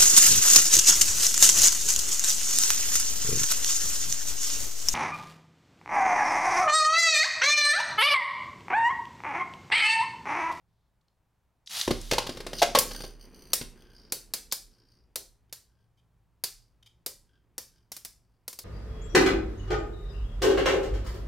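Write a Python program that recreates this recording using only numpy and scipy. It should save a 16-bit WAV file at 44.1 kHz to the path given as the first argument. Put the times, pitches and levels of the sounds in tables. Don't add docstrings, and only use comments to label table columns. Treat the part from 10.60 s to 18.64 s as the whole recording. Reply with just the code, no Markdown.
import sys
import numpy as np
from scipy import signal
from scipy.fft import rfft, irfft
from scipy.io import wavfile
from scipy.ndimage import uniform_filter1d

SR = 44100
rng = np.random.default_rng(int(sys.argv[2]) if len(sys.argv) > 2 else 0)


def log_audio(samples):
    frames = np.atleast_2d(samples).T
    limited = np.clip(frames, -1, 1)
    pcm = np.round(limited * 32767).astype(np.int16)
    wavfile.write(sys.argv[1], SR, pcm)


N = 354563
TIME = np.arange(N) / SR
RING = TIME[:SR // 4]


# start_s, crack_db, thump_db, ring_db, ring_hz
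CLASHES = [(2.1873, -14.5, -43, -31, 6400), (2.9328, -17, -38.5, -33, 5870), (3.5217, -24, -38, -53, 4250),
           (3.7368, -25, -42.5, -35.5, 4460), (3.9235, -23.5, -49.5, -33, 5110),
           (4.5574, -28, -39.5, -37, 4300), (4.9263, -35.5, -60.5, -47.5, 4244),
           (5.838, -24.5, -47, -33.5, 4576), (6.462, -28.5, -44, -43.5, 4730),
           (6.9805, -31.5, -50.5, -43, 5640), (7.3181, -35.5, -80, -47, 5460),
           (7.3654, -38.5, -65, -61, 5000), (7.449, -35.5, -65, -55, 5020), (7.879, -32, -52, -49, 4710),
           (7.9287, -42.5, -68, -55.5, 4890), (7.9885, -36.5, -52, -46, 4760)]
# pitch_hz, level_db
CLASH_COLOUR = [(150, -11), (450, -8.5), (750, -7.5), (1300, -8.5), (2200, -7), (3100, -8), (4700, 0.5),
                (6200, -1), (7600, -3), (10300, -0.5), (12000, -1), (14000, -2.5), (16000, -9.5)]


def clashes():
    out = np.zeros(N)
    for start_s, crack_db, thump_db, ring_db, ring_hz in CLASHES:
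        first_touch = 1 + 0.34 * fade(t60=0.0067, hold=0.00083)
        contact = burst(t60=0.056, hold=0.00081) * first_touch
        crack = attack(colour(contact * push(grind_s=0.0011), CLASH_COLOUR))
        rim_modes = burst(t60=0.074) + undb(-18) * burst(t60=.16)
        ring = attack(narrow(rim_modes, ring_hz, width_hz=650))
        thump = shell(centre_hz=470, width_hz=130, grind_s=0.0038)
        add(out, start_s, undb(crack_db) * crack + undb(ring_db) * ring + undb(thump_db) * thump)
    return out


# start_s, boom_db, centre_hz, width_hz, crack_db, grind_s
KNOCKS = [(1.277, -20.5, 380, 200, -30, .002), (1.306, -18.5, 319.3, 200, -27, .008),
          (1.512, -39, 1160, 800, -21.5, .002), (1.522, -22, 392, 197, -30, .003),
          (1.533, -27.5, 520, 309.3, -24.5, .003), (1.582, -21.5, 693, 306.4, -22, .002),
          (1.666, -37.5, 775, 498, -33.5, .006), (1.692, -30.5, 345.3, 160, -35.5, .004),
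          (1.77, -40, 250.9, 410.3, -40, .005), (1.803, -38, 491.2, 300, -39.5, .004),
          (1.865, -35.5, 413.3, 197.4, -34.5, .005), (1.931, -34.5, 515.8, 303.1, -35, .003),
          (2.017, -14.5, 698.5, 60, -19.5, .012), (2.029, -19, 660, 80.8, -21.5, .003),
          (2.149, -17.5, 831, 296.4, -18, .005), (2.156, -21.5, 620, 130, -25.5, .005),
          (2.158, -21, 1110, 91.2, -26.5, .004), (2.171, -19.5, 543.8, 70, -27.5, .006),
          (2.309, -39.5, 330, 400, -37.5, .008), (2.347, -46.5, 400, 400, -42.5, .004),
          (2.403, -40, 297, 304, -41.5, .005), (2.437, -37.5, 390, 300, -43.5, .005),
          (3.012, -35.5, 240, 140, -36.5, .004)]
# pitch_hz, level_db
CRACK_COLOUR = [(100, -12), (500, 2), (1500, 1), (2800, 1), (4500, 3), (6000, -2.5), (7500, -9),
                (11000, -10.5), (16000, -21.5)]


def knocks():
    out = np.zeros(N)
    for start_s, boom_db, centre_hz, width_hz, crack_db, grind_s in KNOCKS:
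        blades = undb(1.8 * np.cos(2 * np.pi * 400 * RING))
        contact = burst(t60=0.051, hold=grind_s) * blades * push(grind_s)
        crack = attack(colour(contact, CRACK_COLOUR))
        boom = shell(centre_hz, width_hz, grind_s)
        add(out, start_s, undb(boom_db) * boom + undb(crack_db) * crack)
    return out


# pitch_hz, level_db, t60_s
SHELL_MODES = [(69, -8.5, .25), (119.5, 2, .22), (169, -4.5, .18), (235, -4, 0.31), (302, -3, .15),
               (362, -5.5, .12), (389, -0.5, .14), (460, -5.5, 0.16), (513, 1, 0.18), (570, -0.5, 0.24),
               (687, -4, .13), (650, -8.5, 0.034), (822, 4, .14), (910, 2, .08), (1044, -6.5, 0.056),
               (1073, 1, 0.19), (1100, 3.5, 0.36), (1320, -8, 0.041), (1580, 1, .09), (1850, -9.5, .08),
               (2070, -7.5, .07), (2710, -4, 0.21)]


def shell(centre_hz, width_hz, grind_s):
    ring = 0
    for hz, db, t60 in SHELL_MODES:
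        share = undb(db) / (1 + abs((hz - centre_hz) / width_hz) ** 2.0)
        detuned_hz = hz * (1 + 0.0068 * rng.standard_normal())
        swing = np.sin(2 * np.pi * (detuned_hz * RING + rng.random()))
        ring = ring + share * swing * fade(t60)
    drive = push(grind_s) * (1 + 3.5 * fade(t60=0.023, hold=grind_s))
    return attack(ring * drive)


def push(grind_s):
    return 1 - np.exp(-RING / (0.19 * grind_s))


# start_s, length_s, scrape_db, sing_db, drone_db
RUBS = [(1.584, 0.14, -66, -52.5, -61), (1.956, .05, -47, -48, -61), (2.291, 0.16, -52, -56.5, -60.5),
        (2.612, 0.027, -58.5, -67, -76), (2.75, 0.25, -65.5, -72.5, -86), (3.183, .14, -77, -72, -67.5),
        (3.364, 0.14, -78, -64, -79), (4.13, .09, -81.5, -71.5, -80), (4.271, 0.12, -83.5, -73.5, -95),
        (5.069, 0.16, -93, -90, -86), (5.932, 0.12, -78, -75, -91), (6.7, .07, -90.5, -87, -76),
        (7.13, 0.05, -86, -77, -79), (7.62, 0.17, -96.5, -91, -100)]
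RUB_ATTACK_S, RUB_RELEASE_S = .025, .035
# pitch_hz, width_hz, level_db
TOP_RESONANCES = [(3040, 290, -3.5), (4586, 350, 5), (6008, 300, 3.5), (9250, 770, -3.5),
                  (12200, 1100, -11), (13505, 900, -16.5)]
# pitch_hz, width_hz, level_db
SING_RESONANCES = [(3786, 170, -12.5), (4830, 280, 0), (5350, 200, -3)]
# pitch_hz, width_hz, level_db
DRONE_RESONANCES = [(1560, 88, -0.5), (3230, 360, -11)]
SPIN_HZ, SPIN_DOWN_S = 85, 11.5
CATCH_TURNS, CATCH_SCATTER_DB = 0.3, 5
SCRAPE_DB, SCRAPE_POWER = -61.5, 1.27
FLUTTER_DB = 4.5


def tips():
    scraping, singing, droning = undb(SCRAPE_DB) * travel() ** SCRAPE_POWER, 0, 0
    for start_s, length_s, scrape_db, sing_db, drone_db in RUBS:
        lean = spell(start_s, length_s, RUB_ATTACK_S, RUB_RELEASE_S)
        scraping = scraping + undb(scrape_db) * lean
        singing = singing + undb(sing_db) * lean
        droning = droning + undb(drone_db) * lean
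    spin_hz = SPIN_HZ * np.exp(-TIME / SPIN_DOWN_S) * (1 + 0.03 * walk(23))
    turns = np.cumsum(spin_hz) / SR
    catch_db = CATCH_SCATTER_DB * rng.uniform(-1, 1, N)[turns.astype(int)]
    catch = np.exp(-(turns % 1) / CATCH_TURNS) * undb(catch_db)
    friction = grit(per_s=2600, scatter_db=4.5) * (0.19 + catch)
    flutter = undb(FLUTTER_DB * np.tanh(walk(25)))
    scrape = unit((body(friction, TOP_RESONANCES) + undb(-15) * friction) * flutter)
    sing = unit(body(friction, SING_RESONANCES))
    drone = unit(body(friction, DRONE_RESONANCES))
    return scrape * scraping + sing * singing + drone * droning


# start_s, level_db
TRAVEL = [(1.4, -61), (1.69, -49.5), (2.31, -47.5), (2.58, -59), (2.9, -55.5), (4.28, -72.5), (5.38, -84.5),
          (7.06, -76.5), (7.82, -82), (8.04, -71)]
LANDING_S = 1.27
FAST_DB = -48.5


def travel():
    landed = np.clip((TIME - LANDING_S) / 0.072, 0, 1)
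    return undb(curves(TRAVEL)[0] - FAST_DB) * landed


# pitch_hz, level_db
ROLL_COLOUR = [(60, -5.5), (150, -3), (240, -0.5), (420, -2.5), (650, -15.5), (1200, -17.5), (2500, -21),
               (6000, -42.5)]
SWAY_DB, SWAY_POWER, SWAY_LAG_S = -44.5, 1.35, .16
LANDING_DB = -39
REBOUND_DELAY_S, REBOUND_WIDTH_S = 0.13, 0.05
REBOUND_DB, REBOUND_POWER = -21.5, 1.4


def rolling():
    speed = travel()
    rumble = unit(colour(grit(per_s=750, scatter_db=3.5), ROLL_COLOUR)) * undb(FAST_DB) * speed
    sway = undb(SWAY_DB) * np.interp(TIME - SWAY_LAG_S, TIME, speed) ** SWAY_POWER
    landing = undb(LANDING_DB) * spell(LANDING_S, .25, attack_s=0.0058, release_s=0.13)
    rebound = np.zeros(N)
    swell = np.exp(-((RING - REBOUND_DELAY_S) / REBOUND_WIDTH_S) ** 2)
    for start_s, crack_db, *_ in CLASHES:
        add(rebound, start_s, undb(REBOUND_DB + REBOUND_POWER * crack_db) * swell)
    heave = np.sqrt(sway ** 2 + landing ** 2 + rebound ** 2)
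    sway_hz = 36 + 3 * walk(29)
    return rumble + np.sin(2 * np.pi * np.cumsum(sway_hz) / SR) * heave


# start_s, level_db, length_s
GRAZES = [(4.895, -73, .004), (5.373, -74, .027), (6.227, -58, .005), (6.26, -56, 0.016),
          (7.17, -77.5, .02)]
# pitch_hz, width_hz, level_db
RIM_RESONANCES = [(2480, 310, -1.5), (3200, 200, 8), (3570, 320, 2), (4730, 900, -9.5)]
GRAZE_HISS_DB = -4


def grazes():
    out = np.zeros(N)
    for start_s, level_db, length_s in GRAZES:
        touch = burst(t60=.015, hold=length_s)
        hiss = undb(GRAZE_HISS_DB) * colour(touch, CORD_COLOUR)
        add(out, start_s, undb(level_db) * attack(body(touch, RIM_RESONANCES) + hiss))
    return out


# pitch_hz, level_db
CORD_COLOUR = [(120, -59), (200, -22), (278, -24.5), (316, -29.5), (821, -11.5), (986, -14), (1320, -11),
               (2380, -10), (3620, -2.5), (6280, -6.5), (7410, -11.5), (11300, -11.5), (16000, -23.5)]
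PULL_S, LET_GO_S, COAST_S = 1.094, 1.21, .02
PULL_DB, TEETH_HZ, SPEED_POWER = -28, 1005.5, .6
REWIND_S, REWIND_LENGTH_S, REWIND_DB, REWIND_TEETH_HZ = 1.27, .25, -46, 796


def launcher():
    speed = spell(LET_GO_S, 0, LET_GO_S - PULL_S, COAST_S)
    rewind = spell(REWIND_S, REWIND_LENGTH_S, attack_s=.04, release_s=.08)
    teeth_hz = np.maximum(TEETH_HZ * speed, REWIND_TEETH_HZ * rewind)
    tooth = np.cumsum(teeth_hz * (1 + .06 * walk(150))) / SR % 1
    scratch = 0.44 + np.exp(-tooth / 0.3)
    rasp = rng.standard_normal(N) * scratch * undb(1.1 * walk(250))
    housing = unit(narrow(rasp, 86, width_hz=98)) * undb(-29.5)
    strength = np.hypot(undb(PULL_DB) * speed ** SPEED_POWER, undb(REWIND_DB) * rewind)
    return (unit(colour(rasp, CORD_COLOUR)) + housing) * strength


# start_s, level_db, pitch_hz, length_s
CLICKS = [(0.077, -88.5, 4060, 0.2), (0.411, -79, 4200, 0.0044), (0.482, -72.5, 4400, 0.0027),
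          (1.061, -54.5, 6020, .035), (1.074, -40.5, 3590, 0.0017), (1.213, -25, 3930, .0005),
          (1.414, -44.5, 8000, 0.0016), (1.985, -35.5, 4570, 0.018), (3.914, -37.5, 5000, 0.0072)]


def clicks():
    out = np.zeros(N)
    for start_s, level_db, pitch_hz, length_s in CLICKS:
        touch = colour(burst(t60=0.011 + length_s, hold=length_s), CORD_COLOUR)
        add(out, start_s, undb(level_db) * attack(resonate(touch, pitch_hz, width_hz=2200)))
    return out


def inner_echoes(x):
    response = burst(t60=0.06)
    return signal.fftconvolve(x, response / np.linalg.norm(response))[:N]


# pitch_hz, t60_s
ROOM_T60 = [(150, 0.37), (600, 0.22), (2000, 0.3), (4700, 0.31), (9000, .31), (16000, 0.2)]


def reverb(x):
    t = TIME[:SR // 2]
    noise = rfft(rng.standard_normal(len(t)))
    hz = np.arange(len(noise)) * SR / len(t)
    octave = np.log2(np.clip(hz, 125, 16000) / 125)
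    tail = 0
    for k in range(8):
        band = irfft(noise * np.maximum(1 - abs(octave - k), 0), len(t))
        tail = tail + band * np.exp(-np.log(1000) * t / at_hz(ROOM_T60, 125 * 2 ** k))
    tail = tail * np.clip((t - .004) / .012, 0, 1)
    return signal.fftconvolve(x, tail / np.linalg.norm(tail))[:N]


# pitch_hz, level_db
ROOM_COLOUR = [(20, -3.5), (60, -0.5), (100, -8.5), (170, -10), (260, -16), (500, -18.5), (900, -16.5),
               (1400, -23), (2500, -29.5), (6000, -35.5), (16000, -38.5)]
ROOM_DB = -75
# pitch_hz, width_hz, level_db
HUM = [(57, 15, 1), (111, 12, 1), (161, 15, -7.5)]
# start_s, level_db
HUM_LEVEL = [(0, -71.5), (.9, -81), (2, -70), (5.3, -68.5), (8.04, -69.5)]


def room_tone():
    air = unit(colour(rng.standard_normal(N), ROOM_COLOUR)) * undb(ROOM_DB + .6 * walk(3))
    hum = body(rng.standard_normal(N), HUM)
    return air + unit(hum) * undb(curves(HUM_LEVEL)[0])


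def body(x, resonances):
    return sum(undb(db) * narrow(x, hz, width_hz) for hz, width_hz, db in resonances)


def narrow(x, hz, width_hz):
    return resonate(resonate(x, hz, width_hz), hz, 3 * width_hz)


def resonate(x, hz, width_hz):
    return signal.lfilter(*signal.iirpeak(hz, hz / width_hz, fs=SR), x)


def colour(x, points, size=4096):
    gain = undb(at_hz(points, np.arange(size // 2 + 1) * SR / size))
    cepstrum = irfft(np.log(gain))
    cepstrum[1:size // 2] *= 2
    cepstrum[size // 2 + 1:] = 0
    response = irfft(np.exp(rfft(cepstrum)))
    return signal.fftconvolve(x, response)[:len(x)]


def grit(per_s, scatter_db):
    sizes = undb(scatter_db * np.minimum(rng.exponential(size=N), 2))
    return unit((rng.random(N) < per_s / SR) * sizes * rng.choice([-1, 1], N))


def burst(t60, hold=0):
    return rng.standard_normal(len(RING)) * fade(t60, hold)


def fade(t60, hold=0):
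    return np.exp(-np.log(1000) * np.maximum(RING - hold, 0) / t60)


def spell(s, length_s, attack_s, release_s):
    rise = np.clip(1 + (TIME - s) / attack_s, 0, 1)
    return rise * np.exp(-np.maximum(TIME - s - length_s, 0) / release_s)


def walk(rate):
    k = int(SR / rate)
    steps = np.repeat(rng.standard_normal(N // k + 1), k)
    return unit(uniform_filter1d(steps, k)[:N])


def curves(table):
    s, *columns = np.transpose(table)
    return [np.interp(TIME, s, c) for c in columns]


def at_hz(points, hz):
    f, value = np.transpose(points)
    return np.interp(np.log(np.maximum(hz, 1)), np.log(f), value)


def undb(db):
    return 10 ** (np.asarray(db) / 20)


def unit(x):
    return x / np.sqrt(np.mean(x ** 2))


def attack(x, size=256):
    return x / np.sqrt(uniform_filter1d(x ** 2, size, mode="constant").max())


def add(out, s, x):
    i = int(s * SR)
    out[i:i + len(x)] += x[:N - i]


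# pitch_hz, level_db
SPREAD = [(40, 10.5), (90, 3.5), (200, 0), (700, -0.5), (1400, 1.5), (2800, -5.5), (5600, 2.5), (9500, 9.5),
          (14000, -4)]


def scene():
    plastic = knocks() + clicks() + grazes() + launcher() + tips() + rolling()
    direct = plastic + clashes()
    walls = sum(reverb(plastic + clashes()) for _ in range(2))
    mid = direct + undb(-20.0) * inner_echoes(direct) + undb(-12.0) * walls + room_tone()
    side = colour(undb(-16) * inner_echoes(direct) + undb(-21.5) * reverb(direct), SPREAD)
    side = side + .035 * direct + undb(-11.0) * room_tone()
    return np.array([mid + side, mid - side])


def record(dry):
    return signal.sosfilt(signal.ellip(8, .2, 70, 16000, fs=SR, output="sos"), dry)


dry = scene()
out = record(dry)
log_audio(out)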